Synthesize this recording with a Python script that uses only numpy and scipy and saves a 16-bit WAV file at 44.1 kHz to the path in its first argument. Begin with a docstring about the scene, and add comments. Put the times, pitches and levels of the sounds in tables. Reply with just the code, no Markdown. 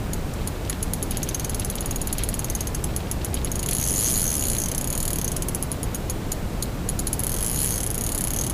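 """On a quiet riverbank a hooked fish takes line from a spinning reel, heard close by in mono.
The drag ticks, then buzzes in runs: a pawl snaps over the 23 teeth of the turning spool,
whose ringing modes beam sound in lobes that turn with it. Faint creaks, knocks and rattles join in.
Two short echoes, a scattered tail, a bright haze and one later echo answer the clicks;
filtered noise makes the soft rumble of open air underneath."""
import sys
import numpy as np
from scipy import signal
from scipy.fft import rfft, irfft
from scipy.io import wavfile

SR = 44100
rng = np.random.default_rng(int(sys.argv[2]) if len(sys.argv) > 2 else 0)


def pcm_store(signal):
    """Save signal as 16-bit PCM."""
    levels = np.round(np.clip(np.atleast_2d(signal), -1, 1) * 32767)
    wavfile.write(sys.argv[1], SR, levels.astype(np.int16).T)


N = 376173

TEETH = 23  # teeth per turn of the spool
# Strain that makes the tackle chatter and creak. 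Each row: time in seconds, level in dB before the envelope.
CHATTER_LEVEL = [(0, -50), (1.0, -42), (1.5, -40), (2.2, -40.5), (2.9, -46.5), (3.6, -37), (8.5, -65)]


def from_db(db):
    """Decibels to gain."""
    return 10 ** (np.asarray(db) / 20)


def rms_one(x):
    """Scale to rms 1."""
    return x / np.sqrt(np.mean(x ** 2) + 1e-20)


def band(x, low_hz, high_hz):
    """Gentle causal band-pass."""
    edges_hz = np.clip([low_hz, high_hz], 10, .48 * SR)
    return signal.sosfilt(signal.butter(2, edges_hz, "band", fs=SR, output="sos"), x + 1e-18)


def dying(t, t60):
    """Envelope that loses 60 dB in t60 seconds."""
    return np.exp(-np.log(1000) * t / t60)


def place(times, sounds):
    """Lay each short sound down at its time in seconds."""
    out = np.zeros(N + SR)
    starts = np.round(np.asarray(times) * SR).astype(int)
    for start, sound in zip(starts, sounds):
        out[start:start + len(sound)] += sound
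    return out[:N]


def run_teeth(speed):
    """The spool turns at the given speed; a click falls each time a whole tooth has passed."""
    s, teeth_per_s = np.transpose(speed)
    t = np.arange(s[0], s[-1], 1 / SR)
    passed = np.cumsum(np.interp(t, s, teeth_per_s)) / SR
    whole_teeth = np.arange(np.ceil(passed[-1]))
    return np.interp(whole_teeth, passed, t)


def tooth_times():
    """Number, time and strength (dB) of every tooth that passes the pawl, in single ticks and in runs."""
    # The fish tugs and the spool slips by a single tooth. Each row: time in seconds, strength in dB.
    single_ticks = [(0.1335, -1.5), (0.4742, -2), (0.6972, -1), (0.8272, -0.5), (0.9353, -0.5),
                    (1.027, -1.5), (1.1094, -1), (2.8405, 0.5), (2.9633, 0.5), (3.1136, 1.5), (3.2465, 2),
                    (3.343, 1.5), (3.4469, -0.5), (5.6259, 0), (5.7166, 0), (5.831, 0.5), (5.9461, 2),
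                    (6.0982, 1.5), (6.3185, 1.5), (6.6249, 2.0), (6.8888, 0.5), (6.9913, 1), (7.0704, 1),
                    (7.1302, 1.5)]
    # Spool speed as the fish pulls steadily, dashes off, tires so that the spool runs down,
    # and makes a second run. Each row of these four: time in seconds, speed in teeth per second.
    steady_pull = [(1.1712, 16.67), (1.3396, 17.62), (1.3761, 20.38), (1.6558, 19.51), (1.7024, 18.24),
                   (1.9408, 20.26), (1.9893, 17.42), (2.4144, 19.65), (2.4809, 17.38), (2.5087, 20.29),
                   (2.759, 11.34)]
    dash = [(3.5168, 25.27), (3.6326, 28.15), (3.772, 60.5), (3.8718, 89.68), (3.9922, 101.75),
            (4.093, 134.92), (4.23, 81.69), (4.3253, 81.24), (4.3574, 73.88), (4.5503, 58.0),
            (4.6055, 59.6), (4.697, 30.33)]
    run_down = [(4.7159, 30.81), (4.8815, 32.4), (4.9007, 40.46), (5.0631, 39.09), (5.2074, 35.25),
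                (5.3487, 20.32), (5.4163, 15.89), (5.5602, 15.86)]
    second_run = [(7.1937, 19.22), (7.2981, 41.31), (7.375, 45.39), (7.6, 73.04), (7.7388, 58.39),
                  (7.801, 37.33), (7.9068, 22.44), (8.0555, 39.15), (8.1088, 35.18), (8.2886, 29.81),
                  (8.3985, 42.56), (8.5108, 26.55)]
    in_runs = np.concatenate([run_teeth(speed) for speed in (steady_pull, dash, run_down, second_run)])
    ticks = [tuple(tick) for tick in single_ticks]
    run_clicks = [(at, 0) for at in in_runs]
    s, strength_db = np.transpose(sorted(ticks + run_clicks))
    return np.arange(len(s)), s, strength_db


def snaps(tooth, level_db, rim_db, scatter_db, swell_s,
          bend=0.014, pitch_scatter=0.0067, phase_scatter=1.13, size=1800):
    """One click per tooth as heard from one side: the lobes of each mode sweep past as the spool turns."""
    # Ringing modes of spool and pawl. 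Each row: mean frequency in Hz, t60 in seconds, relative level in dB,
    # lobes per turn, lobe depth in dB, tooth at which a lobe faces the microphone,
    # once-per-turn swing in dB, tooth that sets the phase of that swing.
    reel_modes = [(1920, 0.0026, -28.5, 2.0, 2, 4.5, 1.5, 30.5),
                  (3120, 0.0062, -32.5, 2.0, 1.5, 5.8, 1, 11),
                  (4340, 0.0038, -28.5, 2.0, 2.5, 12.6, 4, 5.5),
                  (5240, 0.0047, -33.5, 2.0, 2.5, 5.1, 2, 15), (6250, 0.01, -35, 4.0, 9, 4.9, 5, 14.5),
                  (6150, 0.049, -49.5, 4, -5, 6.3, -11, -1.5), (6594, 0.031, -28.5, 2, 4.5, 10.1, 0, -6.5),
                  (6914, 0.0081, -26.5, 4.0, 3.5, 1.6, 3.5, 26.5),
                  (7580, 0.0043, -31, 2.0, 9.5, 4.6, 6, 10.5), (8000, 0.14, -65, 2, -5, 5.1, -8, -2),
                  (8730, 0.013, -33.5, 2.0, -1, 1.8, 4, 11.5), (9720, 0.0095, -29.5, 2.0, 5.5, 11, 0, 10.0),
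                  (9900, 0.069, -45, 2, 2, 2, -6, 6), (10170, 0.008, -23, 2.0, 7, 5.3, 9, 23),
                  (10520, 0.011, -23, 2.0, 3, 5.9, 3.5, 10),
                  (10890, 0.0069, -28.5, 2.0, 13, 4.5, 4.5, 11.5),
                  (11380, 0.0061, -36, 2.0, 8.5, 11.1, 18, 6), (12100, 0.013, -30.5, 2.0, -1, 3.3, -1, 14),
                  (12370, 0.016, -29.5, 2.0, 2, 4.7, 4, 0), (13500, 0.0042, -37, 2.0, 1.7, 4.6, 12, 9),
                  (14100, 0.0028, -30, 2.0, 4, 11, 3, 13.5)]
    rim_low_hz, rim_high_hz = 6000, 7300
    hz, t60, mode_db, lobes, lobe_db, lobe_tooth, swing_db, swing_tooth = np.transpose(reel_modes)
    on_rim = (hz > rim_low_hz) & (hz < rim_high_hz)
    chance = rng.standard_normal((len(tooth), 3, len(hz)))

    def angle(facing):
        """Spool angle in radians, one row per tooth, from the tooth that faces."""
        return 2 * np.pi * (tooth[:, None] - facing) / TEETH

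    lobe_beam_db = lobe_db * np.cos(np.round(lobes) * angle(lobe_tooth))
    beam_db = lobe_beam_db + swing_db * np.cos(angle(swing_tooth))
    click_db = level_db[:, None] + rim_db[:, None] * on_rim
    strength = from_db(click_db + mode_db + beam_db + scatter_db * chance[:, 0])
    # the spool is not quite even: once a turn its rim modes rise in pitch while the others fall
    uneven = bend * np.where(on_rim, 1, -1) * np.cos(angle(0))
    pitch = hz * (1 + uneven + pitch_scatter * chance[:, 1])
    # the pawl scrapes as it lands, so the modes come only loosely into step just after the touch
    phase = phase_scatter * chance[:, 2] - 2 * np.pi * pitch * swell_s
    t = np.arange(size) / SR
    clicks = np.zeros((len(tooth), size))
    for k in range(len(hz)):
        ringing = np.sin((2 * np.pi * pitch[:, k, None] * t + phase[:, k, None]).astype(np.float32))
        clicks += strength[:, k, None] * ringing * dying(t, t60[k])
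    return clicks * (1 - np.exp(-t / 0.00014))  # soft onset


def drag(swell_s=0.000254):
    """The clicks arrive directly and by two short echo paths, each of which sees another side of the spool."""
    # Level of the rim modes as the reel turns in the hands. Each row: time in seconds, level in dB.
    rim_level = [(5.1, -1.5), (5.5, -3.5), (6.35, -0.5), (7.1, -1.5), (7.3, -7.5), (7.9, -3.5)]
    direct_db, near_echo_db = -0.5, -2.0
    # a faster spool flicks the pawl harder, and its rim rings more: gains for the reference speed
    full_teeth_per_s, fast_gain_db, fast_rim_db = 160, 1.0, 2.5
    tooth, s, strength_db = tooth_times()
    haste = 1 / (np.gradient(s) * full_teeth_per_s)
    click_db = strength_db + fast_gain_db * haste
    rim_db = np.interp(s, *np.transpose(rim_level)) + fast_rim_db * haste
    # between the runs the reel is swung round: its far echo grows, from 5.1 to 6.3 s
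    far_db = np.interp(s, [5.1, 6.3], [-11.5, -4.5])
    # twice a turn a gap between the lobes points along the near path
    gap_db = -8 * np.cos(2 * np.pi * (tooth - 6.7) / TEETH) ** 10
    direct = snaps(tooth, click_db + direct_db, rim_db, scatter_db=2.5, swell_s=swell_s)
    near = snaps(tooth + 2.47, click_db + near_echo_db + gap_db, rim_db, scatter_db=4.0, swell_s=swell_s)
    far = snaps(tooth + 0.46, click_db + far_db, rim_db, scatter_db=1.5, swell_s=swell_s)
    # the hands move, so the paths are never quite the same length
    near_delay_s = .0025 + .00012 * rng.standard_normal(len(s))
    far_delay_s = .0092 + .00006 * rng.standard_normal(len(s))
    near_echo = band(place(s + near_delay_s, near), 1800, 9900)
    far_echo = band(place(s + far_delay_s, far), 1400, 16000)
    return place(s, direct) + near_echo + far_echo


def creaks(size=2500):
    """On slow teeth the pawl creaks as it rides up the next flank: a burst of noise that follows the strain."""
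    share_of_gap, below_teeth_per_s = 0.42, 22
    over_chatter_db, t60_s = -2, 0.017
    _, s, _ = tooth_times()
    gap_s = np.diff(s)
    slow = gap_s * below_teeth_per_s > 1
    at = (s[:-1] + share_of_gap * gap_s)[slow]
    level = from_db(np.interp(at, *np.transpose(CHATTER_LEVEL)) + over_chatter_db)
    envelope = place(at, level[:, None] * dying(np.arange(size) / SR, t60_s))
    return envelope * rms_one(band(rng.standard_normal(N), 4060, 4400))


def knocks(size=3000):
    """Rod and line shift in the hands, and now and then something creaks: brief bursts of dying band noise."""
    # Small knocks of the tackle, with a few faint creaks at 0.649, 1.825 and 2.484 s. Each row: start in
    # seconds, level in dB before the decay, # frequency in Hz about which the band lies, t60 in seconds.
    small_bursts = [(.337, -31, 8900, .025), (.649, -37, 4200, 0.045), (0.699, -34, 1800, 0.071),
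                    (.728, -24, 3430, 0.017), (.729, -38, 8500, .015), (1.118, -35.5, 3320, 0.087),
                    (1.617, -32.5, 3400, 0.069), (1.784, -25, 4170, .02), (1.825, -36, 3400, .05),
                    (2.192, -34, 2800, 0.064), (2.328, -34, 3300, .05), (2.484, -37, 4200, .04)]
    t = np.arange(size) / SR
    starts, bursts = [], []
    for s, level_db, hz, t60 in small_bursts:
        grain = rms_one(band(rng.standard_normal(size), hz / 1.64, hz * 1.37))
        starts.append(s)
        bursts.append(from_db(level_db) * dying(t, t60) * grain)
    return place(starts, bursts)


def chatter(per_s, scatter_db, t60, size=2000):
    """The tackle chatters under strain: random touches of uneven strength open a dying band of noise."""
    s, level_db = np.transpose(CHATTER_LEVEL)
    touch_gain = from_db(scatter_db * np.clip(rng.standard_normal(N), -2, 2))
    touches = (rng.random(N) < per_s / SR) * touch_gain
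    envelope = signal.fftconvolve(touches, dying(np.arange(size) / SR, t60))[:N]
    grain = rms_one(band(rng.standard_normal(N), 2100, 4400))
    strain = from_db(np.interp(np.arange(N) / SR, s, level_db))
    return strain * envelope * grain


def bank(x, close_db, close_t60, wide_db, wide_t60, echo_db, echo_s, size=8000):
    """Plants and ground scatter a short tail and a bright haze; something farther off returns one dull echo."""
    t = np.arange(size) / SR
    swell = 1 - np.exp(-(t / 0.001) ** 2)
    scatter = from_db(close_db) * rng.standard_normal(size) * dying(t, close_t60) * swell
    # the haze is noise that follows the smoothed power of the clicks
    fading = dying(t, wide_t60) ** 2
    haze_power = signal.fftconvolve(x ** 2, fading / fading.sum())[:N]
    haze_level = np.sqrt(np.abs(haze_power))
    haze = from_db(wide_db) * haze_level * rms_one(band(rng.standard_normal(N), 4100, 20000))
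    samples = np.arange(N)
    echo = np.interp(samples - echo_s * SR, samples, band(x, 2250, 4500), left=0)
    return signal.fftconvolve(x, scatter)[:N] + haze + from_db(echo_db) * echo


def open_air():
    """An even rumble of light wind, noise whose spectrum thins out to a faint hiss in the treble."""
    # Spectrum of the open air. Each row: frequency in Hz, relative level in dB per Hz.
    air_spectrum = [(11, -37), (18, 2.5), (53, -1), (116, -3.5), (583, -17.5), (1970, -30.5), (2200, -30.5),
                    (3370, -34.5), (3990, -35), (4590, -37), (5760, -38), (7020, -37.5), (12000, -41),
                    (13500, -41), (15500, -44)]
    hz, density_db = np.transpose(air_spectrum)
    bins_hz = np.maximum(np.arange(N // 2 + 1) * SR / N, 1)
    colour = from_db(np.interp(np.log(bins_hz), np.log(hz), density_db))
    rumble = irfft(rfft(rng.standard_normal(N)) * colour, N)
    return from_db(-27) * rms_one(rumble)


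def scene():
    """The reel close by, the bank around it, the tackle and the open air; one channel."""
    reel = from_db(1.27) * drag()
    scattered = bank(reel, close_db=-28.5, close_t60=0.048, wide_db=-14.5, wide_t60=0.36,
                     echo_db=-12.0, echo_s=.030)
    tackle = knocks() + chatter(per_s=45, scatter_db=3.0, t60=0.032)
    return (reel + scattered + tackle + open_air() + creaks())[None]


def record(dry):
    """A steep low-pass cuts the top above 15450 Hz."""
    low_pass = signal.ellip(10, .3, 70, 15450, fs=SR, output="sos")  # 0.3 dB ripple, 70 dB stop band
    return signal.sosfilt(low_pass, dry)


dry = scene()
out = record(dry)
pcm_store(out)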